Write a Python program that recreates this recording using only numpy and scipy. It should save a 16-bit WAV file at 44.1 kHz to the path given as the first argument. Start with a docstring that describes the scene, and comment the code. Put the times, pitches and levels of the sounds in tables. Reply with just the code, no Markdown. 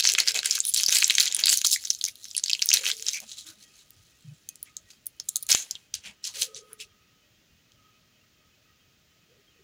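"""Peeling a stiff plastic wrapper

Fingers tear and peel the wrapper off a lollipop close to a phone microphone, then pick off the last scraps.
Each crease that buckles is a snap: a click with a ragged tail, coloured by the ring of a patch of film.
Tugs swell a swarm of small creases and the swish of sliding film; resonant rubs, squeaks, the murmur of
skin and a few low one-sided pops join in, and a small room answers briefly with a tail of decaying noise.
Behind lie shaped noise as hiss, narrow noise bands as a faint whine, a distant cooing and soft low bumps."""
import sys
import numpy as np
from scipy import signal
from scipy.fft import rfft, irfft, next_fast_len
from scipy.io import wavfile
from scipy.ndimage import uniform_filter1d, minimum_filter1d

SR = 44100
rng = np.random.default_rng(int(sys.argv[2]) if len(sys.argv) > 2 else 0)


def generate_wav(signal):
    """Clip the signal to [-1, 1] and save it as 16-bit WAV at the path in sys.argv[1]."""
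    frames = np.transpose(np.atleast_2d(signal))
    scaled = np.clip(frames, -1, 1) * 32767
    pcm = np.round(scaled).astype(np.int16)
    wavfile.write(sys.argv[1], SR, pcm)


N = 424683

# Loud buckling creases: [t/s, peak level/dB, main ring f/Hz, lows level/dB, highs level/dB];
# lows (full below 2500 Hz) and highs (full above 9300 Hz) are tilts added to the film colour
CREASE_SNAPS = [(0.0073, -4, 4200, -4, -1), (0.026, -10, 4000, -2.5, -32.5), (0.043, -5, 5730, -3, -24),
                (0.0529, -3, 5170.0, 8.5, -18), (0.0668, -8.5, 6540, 5.5, -18.5),
                (0.074, 1, 6000, -17.5, -18), (0.0906, 0.5, 4080, 4, -10.5), (0.099, -5.5, 6260, 8, -28.5),
                (0.12, -6, 7040, -5.5, -5), (0.1305, -15, 6900, -17, -8), (0.137, -3.5, 6920, -26, 1),
                (0.1509, -3.5, 3880, 7, -20.5), (0.1841, -5, 2380, 25, -1.5), (0.1869, 1, 2240, 5.5, -13.5),
                (0.2027, 5.5, 4820, -19, -7.5), (0.2347, -18.5, 4440.0, 7.5, -20),
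                (0.276, -3, 4930, 4, -25), (0.2843, -0.5, 4980, -17.5, -18),
                (0.291, -10.5, 5840, 5.5, -6.5), (0.3195, -14.5, 5320, -16, -6),
                (0.3454, -8.5, 3660, -11.5, -4.5), (0.391, -5, 4000, 5, -12.5), (0.4315, -11, 1680, 5, -18),
                (0.4474, -11, 5600, 3.5, -8.5), (0.459, -1, 9150, 5, -9), (0.5102, -2, 5600, -12, -18),
                (0.5144, -7, 6550, -13.5, -6), (0.5246, -13, 5660, 7, -23.5), (0.5538, -5, 6600, -11, 3),
                (0.5567, -19, 3200, 16, -2), (0.5803, -15.5, 7020.0, 23, -14), (0.589, -11, 7160, -6, 2),
                (0.604, -1.5, 7500, -25.5, -21), (0.6523, -5.5, 10500, -10, -4),
                (0.728, -22.5, 7100, -7.5, -8.5), (0.7395, -2, 6950, -25.5, -3),
                (0.745, -1, 7400, -10.5, -2.5), (0.7487, -7.5, 10300, -9.5, -3),
                (0.763, -4, 4350, -4, -13.5), (0.774, -4.5, 6430, -16, 13), (0.7927, -8, 6060, -5.5, -10.5),
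                (0.8, -7.5, 4125, 10, -15), (0.8107, -8, 7100, 6.5, 2), (0.8345, -1.5, 5660, 2, -5),
                (0.8393, -5.5, 5900, -9.5, -16.5), (0.8633, -2, 5000, -28.5, -7),
                (0.884, -4.5, 5666, -7, -10.5), (0.888, -3, 5800, -12.5, -10), (0.894, -4.5, 5670, 9, -4),
                (0.9064, -7.5, 4707, -8.5, 0.5), (0.9255, -1.5, 6200.0, 5, -23),
                (0.9338, -10, 3937, -9, -9), (0.977, -14.5, 4332, -0.5, -1.5),
                (1.0221, -5.5, 3900, 3.5, -20), (1.0262, -3.5, 3843, 15, -17.5),
                (1.0344, -7, 7160, -8, -16), (1.044, 0.5, 6860, -24, -28.5),
                (1.048, -12.5, 4340, -11.5, -9), (1.057, -10.5, 7527, -17, -12.5),
                (1.0793, -4, 6700, -5.5, 5), (1.0993, -2, 3840, -7, -39), (1.103, -4.5, 3417, -0.5, -20),
                (1.1075, 2.5, 2130, -3, -12.5), (1.1529, -2, 6820, -0.5, -12), (1.1832, 4, 3850, 7, -15),
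                (1.2004, 0.5, 6800, -2, -4), (1.2047, 3, 4230, -12, -21), (1.228, -11.5, 5810.0, -6.5, -15),
                (1.2572, -6, 6600, -7, -4), (1.2785, -8, 4030, -23, -32), (1.315, -15.5, 3900, -17, -27),
                (1.3248, -7.5, 6670, -4, -9.5), (1.3478, -0.5, 9400, -30, -11), (1.366, -5, 7000, 0.5, 3),
                (1.4028, -13.5, 6720.0, -4, 20), (1.4388, 2.5, 4500, -8, -40.5),
                (1.4581, 1, 4417, -23.5, -2), (1.47, 0.5, 4450, -10.5, -10), (1.4828, -1, 4460, 6.5, -15),
                (1.4944, -0.5, 6800, -5, -19), (1.5003, -5, 4450, 2.5, -13.5),
                (1.5287, -1.5, 6560, 10, -10), (1.5335, -3, 6850, 4, 2.5), (1.574, 1, 6200, -28.5, 5.5),
                (1.5827, -8.5, 6070.0, -11.5, -3.5), (1.616, -6, 6300, 4, -5.5),
                (1.6478, -2.5, 3900, -14.5, -21.5), (1.653, -5.5, 6170, -20, -11),
                (1.666, 1, 6200, -28.5, -3.5), (1.6707, 1, 6000, -31, -2.5),
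                (1.6828, -10, 6670, -11.5, -5.5), (1.7159, -3, 5960, -12, -4),
                (1.7307, -8.5, 3570, -25, -5), (1.7417, -10, 6260, -9.5, -13),
                (1.762, -10.5, 2100, -28, -27), (1.8395, -20, 5120.0, 4, -2),
                (1.8508, -13, 6160.0, -14, -4), (1.8541, -12, 6250, -7, -21), (1.873, -17, 3420, -2, -7),
                (1.904, 0, 5900, -36, -16), (1.908, -12, 5250.0, 2, -5.5), (1.9498, -16.5, 6000, -12, -14),
                (1.989, -26.5, 5430, -30.5, 1), (2.0133, -13.5, 3880, -14, -15),
                (2.0227, -26.5, 5990.0, -17, -3), (2.0411, -2.5, 6250, -11, -6),
                (2.052, -6.5, 6300, -21, -7), (2.063, -13, 5800, -28, -17), (2.0858, -18, 5930, -29, -25),
                (2.1563, -25, 4000, -18, 3), (2.2437, -21, 6070, -5.5, -9), (2.2543, -21, 6040, 5, -5.5),
                (2.3128, -21.5, 5800, -7.5, -21.5), (2.3505, -15.5, 2940, -31, -15.5),
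                (2.367, -6.5, 10100, -25, -32.5), (2.3795, -4, 9300, -13.5, -30.5),
                (2.397, -19, 4500, -5, -20.5), (2.4389, -4.5, 6960, -20, -20), (2.4611, -13, 4550, -5, -8),
                (2.4726, -26, 4450, -8, -24), (2.4823, -13.5, 4400, -10, -36),
                (2.4976, -5, 2880, -42, -20.5), (2.5027, -7.5, 2680, -35, -13),
                (2.5143, -12, 5430.0, -3, -27), (2.533, -1.5, 4440, -10.5, -22),
                (2.551, -12.5, 2700, -24, -36), (2.594, -15.5, 3220, -12.5, -12),
                (2.6208, -5, 2620, -14.5, -21.5), (2.6245, -1, 5400, 0, -18.5),
                (2.659, -4, 14830, -17.5, 6), (2.67, -15.5, 7493, -6, -6.5),
                (2.6901, -2.5, 5717, -26.5, -12), (2.7016, -9.5, 5520, -8.5, -15.5),
                (2.7048, -2.5, 5700, -1.5, -17.5), (2.7162, -3.5, 2740, -4, -32.5),
                (2.7308, 0.5, 5600, -18, -20.5), (2.7382, 8, 5540, -12, -3),
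                (2.7394, -6, 5360, -26.5, -18.5), (2.7417, 0.5, 5500, -18, -3.5),
                (2.772, -5, 4150, 2.5, -26.5), (2.84, -16, 2760.0, 19, -9), (2.856, -8.5, 2580, 0, -30),
                (2.866, -6, 3540, 4, -23), (2.9013, -9, 5100, 8, -31), (2.9157, -7.5, 3660, -15, -32),
                (2.9685, -22, 6460, -19, -2), (2.9975, -21.5, 6100, 4, -10), (3.025, -13, 6640, -5, -6),
                (3.0667, -10.5, 5600, -14, -20.5), (3.085, -8.5, 6000, -17, -16),
                (3.0903, -7.5, 6000, -7, -20), (3.134, -10.5, 6160, -17, -9), (3.146, -16, 2400, -9, -5),
                (3.173, -17, 2420, -6, -17), (3.203, -16.5, 6400, -3, 1), (3.317, -23, 3400, -13, -28),
                (3.9064, -29, 14500, -8, 2), (4.49, -13, 6400, -11, 3), (4.5571, -26, 7150, -8, 1.5),
                (4.6293, -13, 15120.0, -14, 15), (4.7681, -15.5, 6830, -20, -8.5),
                (4.9052, -33, 3930, 15, -5), (5.0589, -28, 14810.0, 0.5, 11.5),
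                (5.0677, -9, 15000, -24, 18), (5.2002, -15, 6040, -6, -9), (5.288, -9.5, 7200, -18.5, -2.5),
                (5.291, -4, 7240, -26.5, 4.5), (5.359, -2, 7140, -33.5, -1), (5.3673, -5, 7710.0, -11.5, 7),
                (5.427, -13, 14900.0, -28, 8), (5.4315, -15, 9700, -29, 7), (5.4673, -20.5, 6900, -14.5, 4),
                (5.4905, -6, 6700, 0, -3), (5.5154, -3.5, 6950, 0, -20), (5.518, 1, 6300, -2.5, -18),
                (5.528, -1, 6250, -7, -11), (5.5492, -0.5, 6500, 1.5, -14.5), (5.7111, -8, 6260, -19, -6),
                (5.754, -21, 3620, -18, -24), (5.9413, -7.5, 6240, 0, -8), (5.953, -20, 7160, -24, 12),
                (6.242, -16.5, 5430, -21, -21), (6.2742, -14.5, 5800, -10.5, -9),
                (6.357, -23, 7900, -6.5, -12), (6.4072, -23, 9130.0, -8, 2), (6.417, -10.5, 9250, -5, -10),
                (6.42, -7.5, 5600, -30, -4), (6.4213, -4, 3470, -16.5, -11), (6.4314, -8.5, 5850, -22, -14),
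                (6.547, -25, 6000, -21, -38), (6.732, -20, 10160.0, -1, 17), (6.802, -25, 2700, -9, -20),
                (7.72, -40.5, 3470, -14, -16.5)]
# Colour of film and microphone: [f/Hz, level/dB]
FILM_COLOUR = [(300, -23.5), (1000, -19), (1500, -12), (2300, -7), (3200, -3.5), (4300, -5), (6900, -5),
               (8100, -6), (10300, 0.5), (12900, -11), (15000, -3), (16000, -17.5)]
# Taut fold slipping in quick even steps: [t/s, length/s, slip rate/Hz, ring f/Hz, peak level/dB]
SLIP_SQUEAKS = [(0.665, .009, 1500, 9930, -15), (.68, 0.024, 540, 10170, -10.5)]
# Tugs and rubs of the fingers: [crest t/s, rise/s, fall/s, rustle level/dB, lows level/dB, highs level/dB];
# rise and fall span 20 dB in the middle band; lows and highs are relative to the rustle
FINGER_TUGS = [(0.0, .02, 0.0047, -14.5, -4, -10), (0.051, 0.025, 0.14, -27, -8, -13.5),
               (0.184, 0.0065, 0.065, -27.5, 1, -14), (0.29, 0.04, 0.035, -26.5, -3.5, -10),
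               (0.364, 0.026, 0.052, -29, -2, -13), (0.457, 0.016, 0.047, -26.5, -5.5, -12),
               (0.547, 0.11, 0.085, -32, -8, -8.5), (0.69, 0.066, 0.052, -35.5, -19, 2),
               (0.77, 0.03, 0.11, -26, -15, -10), (0.96, 0.078, 0.083, -19.5, -8, -5),
               (1.11, 0.18, 0.24, -31, -6.5, -10), (1.33, 0.17, 0.13, -40.5, -5, -23),
               (1.211, 0.033, 0.065, -24, -4.5, -5), (1.27, 0.057, 0.019, -28.5, -1.5, -22),
               (1.402, 0.041, 0.043, -31, -1.5, -8.5), (1.47, 0.11, 0.037, -36.5, 2.5, -11),
               (1.523, 0.067, 0.08, -20.5, -15.5, -4.5), (1.645, 0.0045, 0.068, -23.5, -17, -4),
               (1.735, 0.048, 0.031, -18.5, -33, -4), (1.83, 0.25, 0.12, -43.5, -13, -7),
               (1.906, 0.085, 0.13, -40.5, -37, -5), (2.087, 0.1, 0.043, -40.5, -12.5, -1),
               (2.252, 0.13, 0.26, -49.5, -23.5, -5), (2.387, 0.027, 0.017, -42, -9.5, -31),
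               (2.439, 0.012, 0.22, -41.5, -12, -14), (2.627, 0.12, 0.32, -47, -6, -0.5),
               (2.74, 0.0095, 0.077, -23.5, -5, -8.5), (2.89, 0.074, 0.041, -27.5, -2.5, -7),
               (3.0, 0.36, 0.31, -46.5, -13, -5), (3.076, 0.026, 0.057, -35.5, -7.5, -35),
               (3.154, 0.098, 0.054, -38, -15, -7), (3.23, 0.065, 0.046, -49, -5, -5),
               (3.315, 0.067, 0.06, -42.5, -17, -15), (3.39, 0.044, 0.077, -41, -20, -12),
               (3.473, 0.024, 0.071, -43, -11.5, -4.5), (3.637, 0.083, 0.022, -52, -9, -6),
               (3.816, 0.37, 0.04, -57.5, -8, -8), (4.05, 0.83, 1.74, -64.5, -15.5, -6),
               (4.67, 0.032, 0.054, -58.5, 2, -15), (4.91, 0.036, 0.066, -53.5, -7, -8),
               (5.395, 0.21, 0.12, -52.5, -15.5, 2.5), (5.498, 0.0095, 0.13, -20, -5, -2.5),
               (5.59, 0.06, 0.088, -34.5, -9, -17), (5.71, 0.09, 0.16, -49, -4, -6),
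               (5.941, 0.0034, 0.059, -35, -10.5, -35), (6.062, 0.035, 0.062, -43, 2.5, -11.5),
               (6.252, 0.015, 0.082, -35, -13.5, -13), (6.346, .008, 0.16, -39, -5, -8),
               (6.427, 0.069, 0.042, -26.5, -12.5, -3.5), (6.564, 0.021, 0.05, -40, -14.5, -22),
               (6.734, 0.14, 0.031, -66.5, 2.5, 3.5), (6.812, 0.022, 0.037, -42, -18, -10)]
# Turn from creasing to sliding: [t/s, crackle level/dB, swish level/dB], offsets added to the rustle
HANDLING_MANNER = [(0, 3, 2), (1.8, 0, -3.5), (2.7, 3, 0.5), (3.5, -2.5, 2), (5.5, -0.5, -3),
                   (5.55, -5, -2.5), (5.7, -12.5, -3), (6.24, 1.5, 5.5), (6.36, -3, 1.5), (6.45, -6.5, 2),
                   (6.9, -1.5, 9)]
# Brief rubs in which one fold of film sings: [t/s, f/Hz, length/s, level/dB]
FOLD_RUBS = [(0.046, 846, 0.011, -44.5), (0.091, 494, 0.015, -50), (0.137, 450, 0.017, -50),
             (0.339, 660, 0.073, -44.5), (0.631, 3730, 0.045, -41), (1.644, 1230, 0.013, -37.5),
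             (2.071, 2320, 0.029, -41.5), (3.119, 6000, 0.071, -34.5), (3.13, 2330, 0.075, -38.5),
             (3.213, 720, 0.04, -56.5), (3.447, 1500, 0.1, -60), (4.658, 2280, 0.053, -57.5),
             (5.55, 6740, 0.098, -34.5), (5.745, 3150, 0.031, -47.5), (6.028, 2540, 0.11, -52),
             (6.054, 810, 0.1, -64.5), (6.27, 1020, 0.06, -63), (6.699, 1385, .05, -59.5),
             (6.793, 2680, 0.055, -44)]
# Low pops under some snaps: [t/s, peak level/dB before the high-pass]
LOW_POPS = [(.8885, -27), (2.532, -36), (5.2042, -42), (5.5478, -16), (5.753, -42), (5.9412, -44)]
# Reflections from hands and table: [delay t/s, level/dB]
NEAR_ECHOES = [(.0019, -16.5), (.0058, -21.5), (.0075, -24)]
# Left-right difference: [f/Hz, level/dB]
STEREO_WIDTH = [(100, -20), (500, -18), (1500, -35), (3000, -36), (5000, -18), (8000, -17), (14000, -14)]
# Soft bumps: [t/s, f/Hz, length/s, level/dB before the tremble]
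SOFT_BUMPS = [(4.243, 150, .115, -41), (3.96, 85, .08, -56), (3.45, 320, .09, -58), (6.05, 200, .09, -57),
              (3.22, 220, .06, -57), (5.95, 75, .06, -57), (3.57, 210, .05, -62)]
# Distant cooing: [t/s, length/s, pitch f/Hz, peak level/dB of each of two lines before the blur]
DISTANT_COOS = [(0.0, 0.65, 488, -62.5), (2.746, 0.35, 484.5, -58), (6.354, 0.55, 478, -58.5),
                (9.296, 0.14, 446, -66), (9.562, 0.12, 428, -66.5)]
# Flickering whine lines at fixed pitches: [f/Hz, width/Hz, level/dB before the flicker]
WHINE_LINES = [(615, 63, -87.5), (1900, 25, -86), (2540, 91, -82), (2770, 35, -85.5), (3000, 70, -85),
               (3210, 30, -83.5)]
# Swell of the strongest whine line: [t/s, level/dB]
WHINE_SWELL = [(3.0, -83), (3.23, -75), (4.101, -79.5), (4.5, -87.5), (4.679, -69.5), (5.068, -91.5),
               (5.389, -67), (5.801, -99), (6.5, -65.5), (6.742, -67.5), (7.099, -75), (7.55, -96),
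               (7.83, -66), (8.149, -86), (8.48, -73.5), (8.56, -88.5), (8.7, -67.5), (8.8, -82),
               (9.63, -84)]
# Spectral shape of the hiss: [f/Hz, relative level/dB per Hz]
HISS_COLOUR = [(20, -25), (40, -1.5), (102, 3.5), (403, -8.5), (690, -15), (981, -18.5), (1400, -13),
               (3130, -10), (3880, -12), (6850, -14), (8050, -24.5), (12000, -27), (14000, -27),
               (14900, -13.5), (15800, -21)]

GRAINS_PER_S, GRAIN_SPREAD_DB = 880, 5
LOWS_PACE, HIGHS_PACE = 0.98, 1  # how fast lows and highs swell and die against the middle
TUG_ROUNDNESS = 1.3  # 1 = pointed crest, 2 = rounded
RUB_WIDTH = 0.18  # share of the pitch, never under 450 Hz
FINGERS_FLICKER_DB = 4
POP_S = 0.00012  # time from onset to peak
ROOM_T60_S, WALL_CUT_HZ, ROOM_DB = .085, 6000, -14.5
COO_SAG_HZ_PER_S, COO_APART_HZ = 30, 80  # fall of pitch; gap of the two lines
COO_CREST, COO_BLUR_DB = 0.64, 7  # under 1 the crest comes early; limit of the level tremble
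WHINE_HZ = 1260  # strongest line
HISS_DB = -64.5  # rms, before the bass fluctuates
LOPSIDED = 0.026  # share of the squared pressure, before its band-pass
CUTOFF_HZ, CEILING = 15900, .9


def amp(db):
    """Amplitude ratio: twenty decibels make a factor of ten."""
    return 10 ** (np.asarray(db) / 20)


def rms_one(x):
    """Normalisation by signal power: scale to unit rms."""
    return x / np.sqrt(np.mean(x ** 2) + 1e-20)


def at_hz(points, hz):
    """Spectral interpolation: levels in dB vary linearly along a log-frequency axis."""
    points = np.array(points)
    return np.interp(np.log(hz), np.log(points[:, 0]), points[:, 1])


def colour(x, points):
    """Linear filtering: multiply the spectrum by a frequency-dependent gain."""
    size = next_fast_len(N)
    hz = np.maximum(np.arange(size // 2 + 1) * SR / size, 1)
    return irfft(rfft(x, size) * amp(at_hz(points, hz)), size)[:N]


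def narrow(hz, width_hz):
    """Resonance: noise passed twice through a damped pole pair becomes a narrow band of unit rms."""
    radius = np.exp(-np.pi * width_hz / SR)
    poles = [1, -2 * radius * np.cos(2 * np.pi * hz / SR), radius * radius]
    once = signal.lfilter([1, 0, -1], poles, rng.standard_normal(N))
    return rms_one(signal.lfilter([1], poles, once))


def filtered(x, order, hz, kind="low"):
    """Butterworth filtering: the passband response is maximally flat."""
    return signal.sosfilt(signal.butter(order, hz, kind, fs=SR, output="sos"), x)


def buckle(s, peak_db, lows_db, highs_db, ring_hz, ring_db, ring_share, t60, rough, size=256):
    """Buckling: a sudden click with a ragged decaying tail, coloured by one resonant patch of film."""
    t = np.arange(size) / SR - .002
    # some creases flip at once, others run along
    pace = 2 ** (rng.random((len(s), 1)) - .6)
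    shape = np.where(t < 0, np.exp(t / (0.0012 * pace)), amp(-60 * t / (t60 * pace)))
    shape = shape * np.hanning(size) ** .25
    click = np.abs(t) < .5 / SR
    burst = shape * (rough * rng.standard_normal((len(s), size)) + click)

    hz = np.maximum(np.arange(size // 2 + 1) * SR / size, 1)
    lower = np.clip(np.log(hz / 3700) / np.log(2500 / 3700), 0, 1)
    upper = np.clip(np.log(hz / 7500) / np.log(9300 / 7500), 0, 1)
    tilt = amp(at_hz(FILM_COLOUR, hz) + lower * lows_db[:, None] + upper * highs_db[:, None])
    ring_width = ring_share * np.minimum(ring_hz, 7000)[:, None]
    ring = amp(ring_db) * np.exp(-.5 * ((hz - ring_hz[:, None]) / ring_width) ** 2)

    wave = irfft(rfft(burst) * (tilt + ring), size)
    wave *= (amp(peak_db) / np.abs(wave).max(axis=1))[:, None]
    polarity = rng.choice([-1, 1], (len(s), 1))
    out = np.zeros(N + 2 * size)
    first = ((s + t[0]) * SR).astype(int)[:, None] + size
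    np.add.at(out, first + np.arange(size), wave * polarity)
    return out[size:N + size]


def snaps():
    """Impulsive radiation: each loud crease buckles once."""
    s, peak_db, ring_hz, lows_db, highs_db = np.transpose(CREASE_SNAPS)
    return buckle(s, peak_db, lows_db, highs_db, ring_hz,
                  ring_db=5.0, ring_share=.12, t60=0.0055, rough=0.13)


def crackle(middle_db, lows_db, highs_db, grit_db):
    """Random superposition: uneven small creases on three patches of film, each keeping its ring a moment."""
    at = np.flatnonzero((rng.random(N) < GRAINS_PER_S / SR) & (middle_db > -100))
    luck = rng.random((N, 3))[at]
    size_db = GRAIN_SPREAD_DB * np.minimum(-np.log(luck[:, 0]), 3.2)
    # patch rings are redrawn every 2600 samples
    patch_hz = np.array([[2400], [4300], [6600]]) * 2 ** (0.11 * rng.standard_normal((3, N // 2600 + 1)))
    patch = np.digitize(luck[:, 1], [.25, .6])
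    ring_hz = patch_hz[patch, at // 2600] * 2 ** (0.1 * (luck[:, 2] - .5))
    lows_tilt = (lows_db - middle_db)[at]
    highs_tilt = (highs_db - middle_db)[at] + 12.0 * (luck[:, 2] - .5)
    ring_db = np.where(patch == 0, lows_tilt + 4.5, 6.0)[:, None]
    peak_db = (middle_db + grit_db)[at] + size_db + 2.5
    return buckle(at / SR, peak_db, lows_tilt + 4.0, highs_tilt, ring_hz, ring_db,
                  ring_share=0.074, t60=0.0046, rough=0.15, size=192)


def squeaks():
    """Stick-slip: a row of evenly paced slips that swells and fades."""
    rows = []
    for s, length, rate, hz, db in SLIP_SQUEAKS:
        for k in range(int(rate * length)):
            off_centre = 2 * k / (rate * length) - 1
            rows.append((s + k / rate, db - 7.4 * off_centre ** 2, hz))
    s, peak_db, ring_hz = np.transpose(rows)
    lows_db, highs_db = np.full(len(s), -24.0), np.full(len(s), 6.5)
    return buckle(s, peak_db, lows_db, highs_db, ring_hz,
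                  ring_db=15.0, ring_share=0.11, t60=.004, rough=.05)


def handling():
    """Addition of powers: tugs climb to a crest and die away, giving levels of middle, lows and highs."""
    s, rise, fall, db, lows_db, highs_db = np.transpose(FINGER_TUGS)[:, :, None]
    t = np.arange(0, N + 32, 32) / SR
    distance = np.where(t < s, (s - t) / np.abs(rise), (t - s) / np.abs(fall))
    down_db = 20 * distance ** TUG_ROUNDNESS
    bands = [db - down_db,
             db + lows_db - LOWS_PACE * down_db,
             db + highs_db - HIGHS_PACE * down_db]
    totals = [10 * np.log10(np.sum(amp(2 * band), axis=0) + 1e-12) for band in bands]
    return np.array([np.interp(np.arange(N) / SR, t, total) for total in totals])


def friction(middle_db, lows_db, highs_db, grit_db, slide_db):
    """Sliding friction: three noise bands catch and slip on their own, more evenly as sliding takes over."""
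    out = 0
    flutter_db = np.clip(3.5 + (grit_db - slide_db) / 4, .5, 6)
    for db, edges in [(lows_db, [1300, 3100]), (middle_db - 2.5, [3100, 8200]), (highs_db - 5.5, [8200, 16000])]:
        swish = filtered(rng.standard_normal(N), 3, edges, "band")
        level = amp(db + slide_db + flutter_db * narrow(40, 120))
        out = out + level * rms_one(swish)
    return colour(out, FILM_COLOUR)


def rubs():
    """Resonance under friction: noise through one mode of a fold, with a quick start and slower fade."""
    t, out = np.arange(N) / SR, np.zeros(N)
    for s, hz, length, db in FOLD_RUBS:
        swell = np.sin(np.pi * np.clip((t - s) / length, 0, 1) ** 0.77)
        out += amp(db) * swell * narrow(hz, max(RUB_WIDTH * hz, 450))
    return out


def fingers(lows_db):
    """Soft friction: skin on skin and stick makes a dull lumpy murmur that grows gently with the handling."""
    murmur = filtered(rng.standard_normal(N), 2, [300, 1300], "band")
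    lumps_db = FINGERS_FLICKER_DB * np.clip(narrow(12, 25), -2, 2)
    return amp(0.78 * lows_db - 30.5 + lumps_db) * rms_one(murmur)


def low_pops():
    """Asymmetric impulse: each low pop is one short one-sided pulse, as from an overloaded microphone."""
    t, out = np.arange(N) / SR, np.zeros(N)
    for s, db in LOW_POPS:
        age = np.maximum(t - s, 0) / POP_S
        out += amp(db) * age * np.exp(1 - age)
    return filtered(out, 1, 40, "high")


def near_echoes(x):
    """Early reflection: hands and table return delayed, weaker copies."""
    return x + sum(amp(db) * np.r_[np.zeros(int(s * SR)), x][:N] for s, db in NEAR_ECHOES)


def room(x):
    """Reverberation: convolution with two decaying noise tails, duller than the source."""
    t = np.arange(int(.3 * SR)) / SR
    decay = amp(-60 * t / ROOM_T60_S) * (1 - np.exp(-t / 0.0015))
    tail = filtered(rng.standard_normal((2, len(t))) * decay, 1, WALL_CUT_HZ)
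    tail = tail / np.sqrt(np.sum(tail ** 2, axis=1, keepdims=True))
    return signal.fftconvolve(x[None], tail, axes=1)[:, :N]


def stereo_side(near, room_side):
    """Stereo width: short random filtering and slow modulation make a faint, unsteady left-right difference."""
    short_filter = rng.standard_normal(400) * amp(-np.arange(400) / 12)
    short_filter = short_filter / np.sqrt(np.sum(short_filter ** 2))
    unsteady = signal.fftconvolve(near, short_filter)[:N] * narrow(8, 40)
    return colour(unsteady + room_side, STEREO_WIDTH)


def bumps():
    """Structure-borne sound: dull knocks through the table, a low ring that swells, wavers and fades."""
    t, out = np.arange(N) / SR, np.zeros(N)
    waver = np.cumsum(14 * narrow(27.0, 38)) / SR
    for s, hz, length, db in SOFT_BUMPS:
        age = np.clip((t - s) / length, 0, 1)
        tremble = 1 + 0.5 * np.sin(2 * np.pi * 27 * (t - s))
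        swell = np.sin(np.pi * age ** 0.79) * tremble
        out += amp(db) * swell * np.sin(2 * np.pi * (hz * (t - s) + waver))
    return out


def cooing():
    """Blurring by distance: two close lines swell, fade and sag in pitch; the upper dies first."""
    t, out = np.arange(N) / SR, np.zeros(N)
    for apart, wander_hz, lasts in ((-COO_APART_HZ / 2, 22.0, 1), (COO_APART_HZ / 2, 30.0, .6)):
        blur = amp(COO_BLUR_DB * np.tanh(narrow(5, 25)))
        tremble = np.cumsum(wander_hz * narrow(22, 40)) / SR
        for s, length, hz, db in DISTANT_COOS:
            age = np.clip((t - s) / (length * lasts), 0, 1)
            swell = np.abs(np.sin(np.pi * age ** COO_CREST)) ** .5 * (age < 1)
            late = t - s - length / 2
            turns = (hz + apart) * late - COO_SAG_HZ_PER_S * late ** 2 / 2 + tremble
            out += blur * amp(db) * swell * np.sin(2 * np.pi * turns)
    return out


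def whine():
    """Narrow-band noise: thin unsteady tones of some appliance, the strongest coming and going."""
    s, swell_db = np.transpose(WHINE_SWELL)
    out = amp(np.interp(np.arange(N) / SR, s, swell_db)) * narrow(WHINE_HZ, 45)
    for hz, width_hz, db in WHINE_LINES:
        out = out + amp(db + 5.5 * narrow(2.2, 11)) * narrow(hz, width_hz)
    return out


def microphone_hiss():
    """Random noise: a shaped spectrum whose bass comes in lumps."""
    hiss = amp(HISS_DB) * rms_one(colour(rng.standard_normal(N), HISS_COLOUR))
    rumble = filtered(hiss, 2, 250)
    return hiss + rumble * (amp(2.7 * narrow(4, 10) - 1.5) - 1)


def scene():
    """Superposition: wrapper in front, its room, and the quiet background as left and right."""
    rustle = handling()
    s, *columns = np.transpose(HANDLING_MANNER)
    grit_db, slide_db = [np.interp(np.arange(N) / SR, s, column) for column in columns]
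    film = near_echoes(snaps() + squeaks() + crackle(*rustle, grit_db))
    film = film + friction(*rustle, grit_db, slide_db)
    film = filtered(film, 4, 1280, "high")  # thin film moves little air in the bass
    wet = amp(ROOM_DB) * room(film)
    near = film + rubs() + fingers(rustle[1]) + low_pops()
    mid = near + wet[0] + microphone_hiss() + whine() + cooing() + bumps()
    side = stereo_side(near, wet[1])
    return np.array([mid + side, mid - side])


def record(dry):
    """Nonlinear transduction: squared pressure thumps in the bass, a fast limiter acts, the top is cut."""
    dry = dry + LOPSIDED * filtered(dry ** 2, 1, [10, 300], "band")
    room_left = np.minimum(CEILING / (np.abs(dry).max(axis=0) + 1e-9), 1)
    gain = uniform_filter1d(minimum_filter1d(room_left, size=61), size=61)
    top_cut = signal.ellip(10, .3, 95, CUTOFF_HZ, fs=SR, output="sos")
    return signal.sosfilt(top_cut, gain * dry)


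dry = scene()
out = record(dry)
generate_wav(out)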